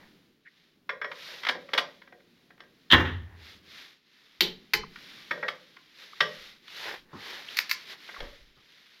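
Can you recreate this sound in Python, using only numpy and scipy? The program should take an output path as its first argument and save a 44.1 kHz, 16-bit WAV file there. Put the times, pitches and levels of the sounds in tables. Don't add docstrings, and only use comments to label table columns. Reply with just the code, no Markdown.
import sys
import numpy as np
from scipy import signal
from scipy.fft import rfft, irfft
from scipy.io import wavfile
from scipy.ndimage import uniform_filter1d

SR = 44100
rng = np.random.default_rng(int(sys.argv[2]) if len(sys.argv) > 2 else 0)


def waveform_to_disk(signal):
    frames = np.transpose(np.atleast_2d(signal))
    scaled = np.clip(frames, -1, 1) * 32767
    samples = np.round(scaled).astype(np.int16)
    wavfile.write(sys.argv[1], SR, samples)


N = 396900

# frequency in Hz, relative density in dB.
BACKGROUND_COLOUR = [(30, -13.5), (90, -12.5), (170, 1), (350, -1.5), (600, -14.5), (900, -18.5),
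                     (1700, -18), (4000, -19), (8000, -32.5), (15000, -30.5)]
# time in seconds, level offset in dB.
BACKGROUND_SWELL = [(0, 10), (0.3, 4), (0.47, -3), (1.0, 4.5), (2.7, 4.5), (3.7, 6.5), (4.03, -6), (5.1, 9),
                    (6.0, -1.5), (7.3, 6.5), (8.3, 2), (9, -6.5)]
BACKGROUND_DB = -69.5

# start in seconds, level in dB before the layer's trim.
JOLTS = [(-0.06, -60), (2.91, -42), (4.39, -47.5), (4.73, -43.5), (6.36, -59), (6.95, -64), (8.18, -41),
         (8.37, -57.5)]
# frequency in Hz, relative density in dB.
RUMBLE_COLOUR = [(20, 1.5), (45, -2), (80, -9), (160, -25.5), (500, -54.5)]
JOLT_ATTACK_S, JOLT_HOLD_S, JOLT_DECAY_DB_PER_S = 0.028, 0.036, 108

# fastest moment in seconds, level in dB before the layer's trim, swell in seconds, fade in seconds.
SWISH_STROKES = [(0.0, -67, .05, 0.29), (0.6, -68, 0.17, .17), (1.28, -46.5, 0.14, 0.23),
                 (1.85, -61, 0.51, 0.2), (2.4, -71, 0.34, 0.17), (2.85, -70, 0.29, .5),
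                 (3.49, -52.5, 0.098, 0.092), (3.78, -51, 0.12, 0.15), (4.22, -63.5, 0.2, 0.93),
                 (5.07, -52.5, 0.17, 0.41), (5.5, -62, 0.31, 0.84), (6.03, -52, 0.074, 0.067),
                 (6.43, -50.5, 0.4, 0.13), (6.85, -42, .15, 0.12), (7.3, -45, 0.12, 0.19),
                 (7.55, -45.5, 0.091, 0.15), (7.77, -51.5, .12, 0.2), (7.92, -45, 0.055, 0.033),
                 (8.08, -51.5, 0.12, 0.33), (8.78, -61, 0.27, 0.73)]
# frequency in Hz, relative density in dB.
SWISH_COLOUR = [(200, -25.5), (400, -7), (750, -11.5), (1200, -5.5), (2000, 2), (2600, -1.5), (3700, 2),
                (5300, -6), (7000, -19), (9000, -24.5), (13500, -20.5), (15500, -33.5)]
# fastest moment in seconds, level in dB before the layer's trim, swell in seconds, fade in seconds.
SCUFF_STROKES = [(0.0, -59, .05, 0.084), (1.34, -59, 0.03, 0.27), (3.36, -63.5, 0.24, 0.12),
                 (6.9, -40.5, .08, 0.062), (7.32, -50.5, 0.18, 0.14), (7.93, -56.5, 0.024, 0.05),
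                 (8.19, -53.5, 0.06, 0.089)]
# frequency in Hz, relative density in dB.
SCUFF_COLOUR = [(150, -23), (430, -2), (650, -6), (900, -0.5), (1300, -8.5), (1800, 2), (2600, -12),
                (5000, -35.5)]
STROKE_DROP_DB = 10.5

# start in seconds, peak level in dB, frequency in Hz, slip length in seconds.
SQUEAKS = [(0.444, -42, 1860, 0.052), (4.831, -33, 1130, 0.014), (6.13, -38.5, 1140, 0.0056),
           (7.482, -28.5, 3050, 0.01), (8.161, -34, 1210, 0.013)]

# start in seconds, strength in dB, bass in dB, brightness in dB, ring of the body in dB (all relative).
CLINKS = [(0.892, 12.5, -3.5, -11, -2.5), (1.015, 8.5, -15, -14.5, 4), (1.044, 8, 3, -12, -2),
          (1.115, 5, -1, -6.5, -13), (1.288, -23.5, 21, -7, 15.5), (1.433, 3.5, -6, -2, -3),
          (1.449, 8, -10, -1, -23), (1.467, 14.5, -4, -3.5, -16), (1.487, 17.5, -7, 1, -13.5),
          (1.494, 12, 10, -1, -7.5), (1.55, -6, 23.5, -13, 3), (1.689, -5.5, 6.5, -9, -2),
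          (1.734, 13.5, 6, 3, -13), (1.745, 7, 11, -12, 1), (1.777, 19.5, -5.5, 1.5, -16),
          (1.784, 16.5, 4, 1, -19.5), (2.018, -10, 1, -6.5, -6), (2.124, -11, 16, -12, -5),
          (2.604, -7.5, 4, -1, -6), (4.958, -2, -27, -4.5, -13), (5.309, 13.5, -3, -10, -1.5),
          (5.376, -7.5, 14, -10, 4.5), (5.428, 8.5, 3, -21, 3), (5.482, 13.5, -7.5, -2.5, -12),
          (5.767, -7.5, -10, -8, -27), (6.205, 20, -6.5, 0.5, -2.5), (6.68, -8.5, -24, 3.5, -17),
          (8.089, -0.5, 2, -16, -11), (8.142, -4, -7, -12, -10), (8.204, -0.5, 12, 3, -3.5)]
# frequency in Hz, relative level in dB.
CLINK_COLOUR = [(30, -50), (120, -34), (250, -22.5), (520, -8.5), (800, -7.5), (1200, -1), (1700, -1.5),
                (2150, 2), (2650, -8.5), (3300, -0.5), (4200, -9.5), (5300, -14.5), (7000, -33.5),
                (15000, -39)]
# frequency in Hz, relative level in dB, T60 in seconds.
FLYWHEEL_MODES = [(174, -18.5, 0.51), (433.5, -10.5, 0.2), (488, -4, 0.37), (577.5, -1, 0.32),
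                  (592, -7, 0.37), (1007, -7.5, 0.19), (1184, -1.5, 0.15), (1570, -3, 0.16),
                  (1602, 8, 0.17), (1776, 4.5, 0.12), (1890, 5, 0.22), (2350, -6.5, 0.17), (3400, -7, .18),
                  (3340, -2.5, 0.22), (3450, -8, 0.2), (3940, -15.5, 0.45), (5360, -3, 0.133)]
# the two limits of a fumble in seconds, in either order.
FUMBLES = [(1.031, 1.9), (1.42, 1.7), (1.9, 2.52), (2.55, 2.66), (5.329, 4.9)]
TICK_DB, TICK_SPREAD_DB = -19, 3
TICK_BASS_DB, TICK_BRIGHT_DB, TICK_RING_DB = 5, -9, -6
SHARPNESS_DB = -1
CONTACT_T60_S = 0.024
CONTACT_DOUBLES_DB, CONTACT_HALVES_DB = 26, 25

# start in seconds, strength in dB, bass in dB,
# brightness in dB, sharpness in dB, T60 of the contact in seconds, ring of the body in dB (levels relative).
KNOCK = [(2.901, 1.9, -15.5, 7, 2, 0.077, -5.5), (2.912, 11, -8.5, 5.5, 5, 0.081, -7),
         (2.923, 13.6, -8, 7, 3.5, 0.02, -7.5), (2.929, 20, -1, -3, -5, 0.057, 6),
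         (2.939, 13, -3, -1, 1.5, 0.021, -4), (2.945, 18, -1.5, -13.5, -11.5, 0.035, -1.5),
         (2.98, 8.7, -2, -19, -5, 0.042, -5.5), (2.996, 10, 1, -40, -4.5, 0.16, -3),
         (3.048, 6.3, -4, -8, -8, 0.37, -10)]
# frequency in Hz, relative level in dB.
KNOCK_COLOUR = [(50, -2.5), (100, 4.5), (350, 1), (680, -8), (1050, 1), (1400, -0.5), (1850, 6),
                (2500, -6.5), (3200, 7), (3850, 0), (4400, -15), (6200, -23), (8000, -37), (15000, -33)]
# frequency in Hz, relative level in dB, T60 in seconds.
ENGINE_MODES = [(80, -18.5, 1), (85, -14, 0.87), (102, -21.5, 0.63), (167, -25, 0.4), (217, -25.5, .35),
                (291, -17, 0.29), (384, -19, 0.27), (460, -22, 0.14), (515, -22, 0.32), (892, -21, .35),
                (1077, -20, 0.19), (1172, -28.5, .35), (1470, -32.5, 0.44), (1517, -18.5, 0.39),
                (1620, -22.5, .3), (1690, -18, 0.37), (1790, -21.5, .35), (1805, -15, 0.48),
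                (1800, -25.5, 0.39), (2020, -27, .35), (2260, -32, .4), (2812, -18.5, .36),
                (2855, -24, .36), (3132, -21, 0.37), (3057, -25, 0.33), (3120, -21.5, .34),
                (3405, -26, .34), (3764, -26.5, 0.35), (3880, -28, .38)]

# start in seconds, strength in dB, bass in dB,
# brightness in dB, sharpness in dB, T60 of the contact in seconds, ring of the body in dB (levels relative).
SNAPS = [(4.407, 16, -0.5, 3, -5, 0.022, 0.5), (4.416, 5, 12.5, 11, -7.5, 0.24, -1),
         (4.735, 20, -8, -8.5, -11, 0.047, -3), (5.311, 0, 12.5, -16, -20, .03, -4),
         (6.207, 2, 4.5, 12.5, -27, 0.023, 4.5), (7.569, 7.5, -36, -5, -4.5, 0.053, -28),
         (7.588, 16.5, -13.5, -7, -10, 0.015, -34), (7.694, 3, -28, -2.5, -4, 0.098, -24),
         (7.712, 14.5, -15.5, -7.5, -8, 0.028, -33)]
# frequency in Hz, relative level in dB.
SNAP_COLOUR = [(100, -32), (350, -13), (650, -14.5), (900, -7), (1300, -7.5), (1800, 2.5), (2350, 5),
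               (3100, -2), (4500, 8.5), (6200, -5), (8000, -14.5), (11500, -16), (13600, -1.5),
               (15500, -20)]
# frequency in Hz, relative level in dB, T60 in seconds.
WRENCH_MODES = [(166.2, 8.5, 0.25), (205.6, -2, 0.55), (374.7, 10, 0.13), (434.7, 8.5, 0.22),
                (476, -11.5, 0.11), (850, 4.5, 0.17), (1739, -19, 0.15), (2350, -9, 0.086), (2900, -9, .2),
                (3060, 10, 0.25), (3500, 0, .18), (3750, -2.5, 0.22), (4168, 7, 0.26), (4500, -13, 0.16),
                (4800, -7, 0.084)]

# start in seconds, strength in dB, T60 in seconds.
BUMPS = [(7.13, 3, 0.3), (7.15, 0, 0.094), (7.173, -7, 0.096), (8.221, -2, 0.35), (8.569, -16.5, 0.26)]
# frequency in Hz, level in dB.
BUMP_COLOUR = [(30, -39), (90, 3), (180, 0), (330, 1.5), (650, -15.5), (1200, -1), (2200, -32), (6000, -33),
               (15000, -70)]

# frequency in Hz, echo level in dB.
ECHO = [(60, -8.5), (170, -2), (400, 2.5), (800, -7), (1800, -9.5), (3500, -12), (6000, -4.5),
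        (13000, -6.5)]
# frequency in Hz, T60 in seconds.
ECHO_T60 = [(80, 0.57), (260, 0.39), (700, 0.31), (1800, 0.29), (4000, 0.27), (13000, 0.067)]

PORT_NOTCH_HZ, CUTOFF_HZ = 8190, 15900


def from_db(db):
    return 10 ** (np.asarray(db) / 20)


def at_hz(points, hz):
    points = np.array(points, float)
    return np.interp(np.log(np.maximum(hz, 1)), np.log(points[:, 0]), points[:, 1])


def coloured(x, spectrum):
    gain = from_db(at_hz(spectrum, np.fft.rfftfreq(N, 1 / SR)))
    y = irfft(rfft(x) * gain, N)
    return y / y.std()


def dying(t, t60):
    return np.exp(-np.log(1000) * t / t60)


def add(out, s, sound):
    start = int(round(s * SR))
    out[start:start + len(sound)] += sound[:N - start]


def background():
    swell_db = np.interp(np.arange(N) / SR, *np.transpose(BACKGROUND_SWELL))
    return from_db(BACKGROUND_DB + swell_db) * coloured(rng.standard_normal(N), BACKGROUND_COLOUR)


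def mount_rumble(gain_db):
    t, shake = np.arange(N) / SR, np.zeros(N)
    for s, db in JOLTS:
        attack = np.clip((t - s) / JOLT_ATTACK_S, 0, 1)
        decay_time = np.maximum(t - s - JOLT_ATTACK_S - JOLT_HOLD_S, 0)
        shake += attack * from_db(db - JOLT_DECAY_DB_PER_S * decay_time)
    return from_db(gain_db) * shake * coloured(rng.standard_normal(N), RUMBLE_COLOUR)


def strokes(rows):
    t, power = np.arange(N) / SR, np.zeros(N)
    for s, db, swell_s, fade_s in rows:
        away = (t - s) / np.where(t < s, swell_s, fade_s)
        near = np.abs(away) < 4
        power[near] += from_db(db - STROKE_DROP_DB * away[near] ** 2) ** 2
    return np.sqrt(power)


def rubbing(rows, colour, gain_db, slips_per_s, spread_db, judder_db):
    size_db = spread_db * np.minimum(rng.exponential(1, N), 4)
    sizes = from_db(size_db) * rng.standard_normal(N)
    slipping = rng.random(N) < slips_per_s / SR
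    judder = uniform_filter1d(rng.standard_normal(N), size=400)
    slips = sizes * slipping * from_db(judder_db * judder / judder.std())
    return from_db(gain_db) * strokes(rows) * coloured(slips, colour)


def cloth_swish():
    return rubbing(SWISH_STROKES, SWISH_COLOUR, gain_db=2.5, slips_per_s=22000, spread_db=-1.0, judder_db=0.5)


def glove_scuff():
    return rubbing(SCUFF_STROKES, SCUFF_COLOUR, gain_db=2.5, slips_per_s=3200, spread_db=-2.5, judder_db=-0.5)


def squeaks(width):
    out = np.zeros(N)
    for s, db, hz, length in SQUEAKS:
        count = int(length * SR)
        slip = np.pad(rng.standard_normal(count) * np.hanning(count), (0, count))
        edges = hz * np.exp(width * np.array([-1, 1]))
        tone = signal.sosfilt(signal.butter(2, edges, "band", fs=SR, output="sos"), slip)
        add(out, s, from_db(db) * tone / np.abs(tone).max())
    return out


def causal_filter(x, gain_db):
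    cepstrum = irfft(np.log(from_db(gain_db)))
    cepstrum[1:len(x) // 2] *= 2
    cepstrum[len(x) // 2 + 1:] = 0
    return irfft(rfft(x) * np.exp(rfft(cepstrum)))


def contact(t60, colour_db, crack, rise_s, size=16384):
    t = np.arange(size) / SR
    chatter = rng.standard_normal(size) * dying(t, t60) * (1 - np.exp(-t / rise_s))
    chatter /= np.linalg.norm(chatter)
    chatter[0] += crack
    broad = uniform_filter1d(np.abs(rfft(chatter)) ** 2, size=241, mode="reflect")
    return causal_filter(chatter, colour_db(np.fft.rfftfreq(size, 1 / SR)) - 10 * np.log10(broad))


def tint(hz, bass_db, bright_db, sharp_db):
    curve = [(550, bass_db), (1100, 0.0033), (2400, 0.00053),
             (3100, bright_db), (3900, bright_db), (4800, sharp_db)]
    return at_hz(curve, hz)


def ringing(modes, t, detune, bloom_cycles, blur_hz, size=32):
    hz, _, t60 = np.transpose(modes)[:, :, None]
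    pitch = hz * (1 + detune * rng.standard_normal(hz.shape))
    step_size = np.sqrt(2 * np.pi * blur_hz * size / SR)
    steps = step_size * rng.standard_normal((len(hz), len(t) // size + 1))
    drift = np.repeat(np.cumsum(steps, axis=1), size, axis=1)[:, :len(t)]
    phase = 2 * np.pi * pitch * t + uniform_filter1d(drift, size=320)
    swell = 1 - np.exp(-t * hz / bloom_cycles)
    return np.sin(phase) * swell * dying(t, t60)


def blows(rows, colour, modes, gain_db, ring_db, crack, rise_s, scatter_db, detune, bloom_cycles, blur_hz):
    out, t = np.zeros(N), np.arange(int(0.8 * SR)) / SR
    mode_hz, mode_db, _ = np.transpose(modes)
    for s, db, bass_db, bright_db, sharp_db, t60, body_db in rows:
        hit = contact(t60, lambda hz: at_hz(colour, hz) + tint(hz, bass_db, bright_db, sharp_db), crack, rise_s)
        add(out, s, from_db(db + gain_db) * hit)
        mode_tint = 0.5 * tint(mode_hz, bass_db, bright_db, sharp_db)
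        shares_db = mode_db + mode_tint + scatter_db * rng.standard_normal(len(modes))
        ring = ringing(modes, t, detune, bloom_cycles, blur_hz)
        add(out, s, from_db(db + body_db + ring_db + shares_db) @ ring)
    return out


def ticks(count=3):
    rows = []
    for limit, other_limit in FUMBLES:
        for k in range(count):
            s = limit + (k + rng.random()) / count * (other_limit - limit)
            db = TICK_DB + TICK_SPREAD_DB * rng.standard_normal()
            rows.append((s, db, TICK_BASS_DB, TICK_BRIGHT_DB, TICK_RING_DB))
    return rows


def socket_blows(rows):
    full_rows = []
    for s, db, bass_db, bright_db, ring_db in rows:
        t60 = CONTACT_T60_S * 2 ** (db / CONTACT_DOUBLES_DB - bright_db / CONTACT_HALVES_DB)
        full_rows.append((s, db, bass_db, bright_db, bright_db + SHARPNESS_DB, t60, ring_db))
    return full_rows


def socket_clinks():
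    return blows(socket_blows(CLINKS + ticks()), CLINK_COLOUR, FLYWHEEL_MODES,
                 gain_db=-2.0, ring_db=-51.5, crack=0.15, rise_s=0.0025,
                 scatter_db=3.5, detune=0.012, bloom_cycles=1.7, blur_hz=29.5)


def release_knock():
    return blows(KNOCK, KNOCK_COLOUR, ENGINE_MODES,
                 gain_db=2.0, ring_db=-37.5, crack=0.036, rise_s=0.002,
                 scatter_db=4.0, detune=0.0019, bloom_cycles=1.5, blur_hz=10.0)


def ratchet_snaps():
    return blows(SNAPS, SNAP_COLOUR, WRENCH_MODES,
                 gain_db=-2.5, ring_db=-56.5, crack=0.077, rise_s=0.00068,
                 scatter_db=2.5, detune=0.0121, bloom_cycles=3.9, blur_hz=29.0)


def bumps():
    out = np.zeros(N)
    for s, db, t60 in BUMPS:
        thud = contact(t60, lambda hz: at_hz(BUMP_COLOUR, hz), crack=0, rise_s=0.0007)
        add(out, s, from_db(db) * thud)
    return out


def garage(x, first_echo_s, build_s):
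    t = np.arange(SR) / SR
    hz, white = np.fft.rfftfreq(SR, 1 / SR), rfft(rng.standard_normal(SR))
    edges, response = np.geomspace(25, 18000, 20), np.zeros(SR)
    for low, high in zip(edges, edges[1:]):
        centre = np.sqrt(low * high)
        shape = np.clip((t - first_echo_s) / build_s, 0, 1) * dying(t, at_hz(ECHO_T60, centre))
        band = irfft(white * (hz >= low) * (hz < high), SR) * shape
        level = np.sqrt(2 * (high - low) / SR) * from_db(at_hz(ECHO, centre))
        response += band / np.linalg.norm(band) * level
    return signal.fftconvolve(x, response)[:N]


def scene():
    bed = background() + mount_rumble(gain_db=-5.0)
    friction = cloth_swish() + glove_scuff()
    work = socket_clinks() + release_knock() + ratchet_snaps()
    hand = squeaks(width=0.11) + bumps()
    echo = garage(work, first_echo_s=0.0054, build_s=0.0057)
    return (bed + friction + hand + work + echo)[None]


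def record(dry):
    notched = signal.lfilter(*signal.iirnotch(PORT_NOTCH_HZ, 9.0, fs=SR), dry)
    rounded = notched / (1 + (notched / 0.85) ** 8) ** (1 / 8)
    top_cut = signal.ellip(10, 0.1, 80, CUTOFF_HZ, fs=SR, output="sos")
    return signal.sosfilt(top_cut, rounded)


dry = scene()
out = record(dry)
waveform_to_disk(out)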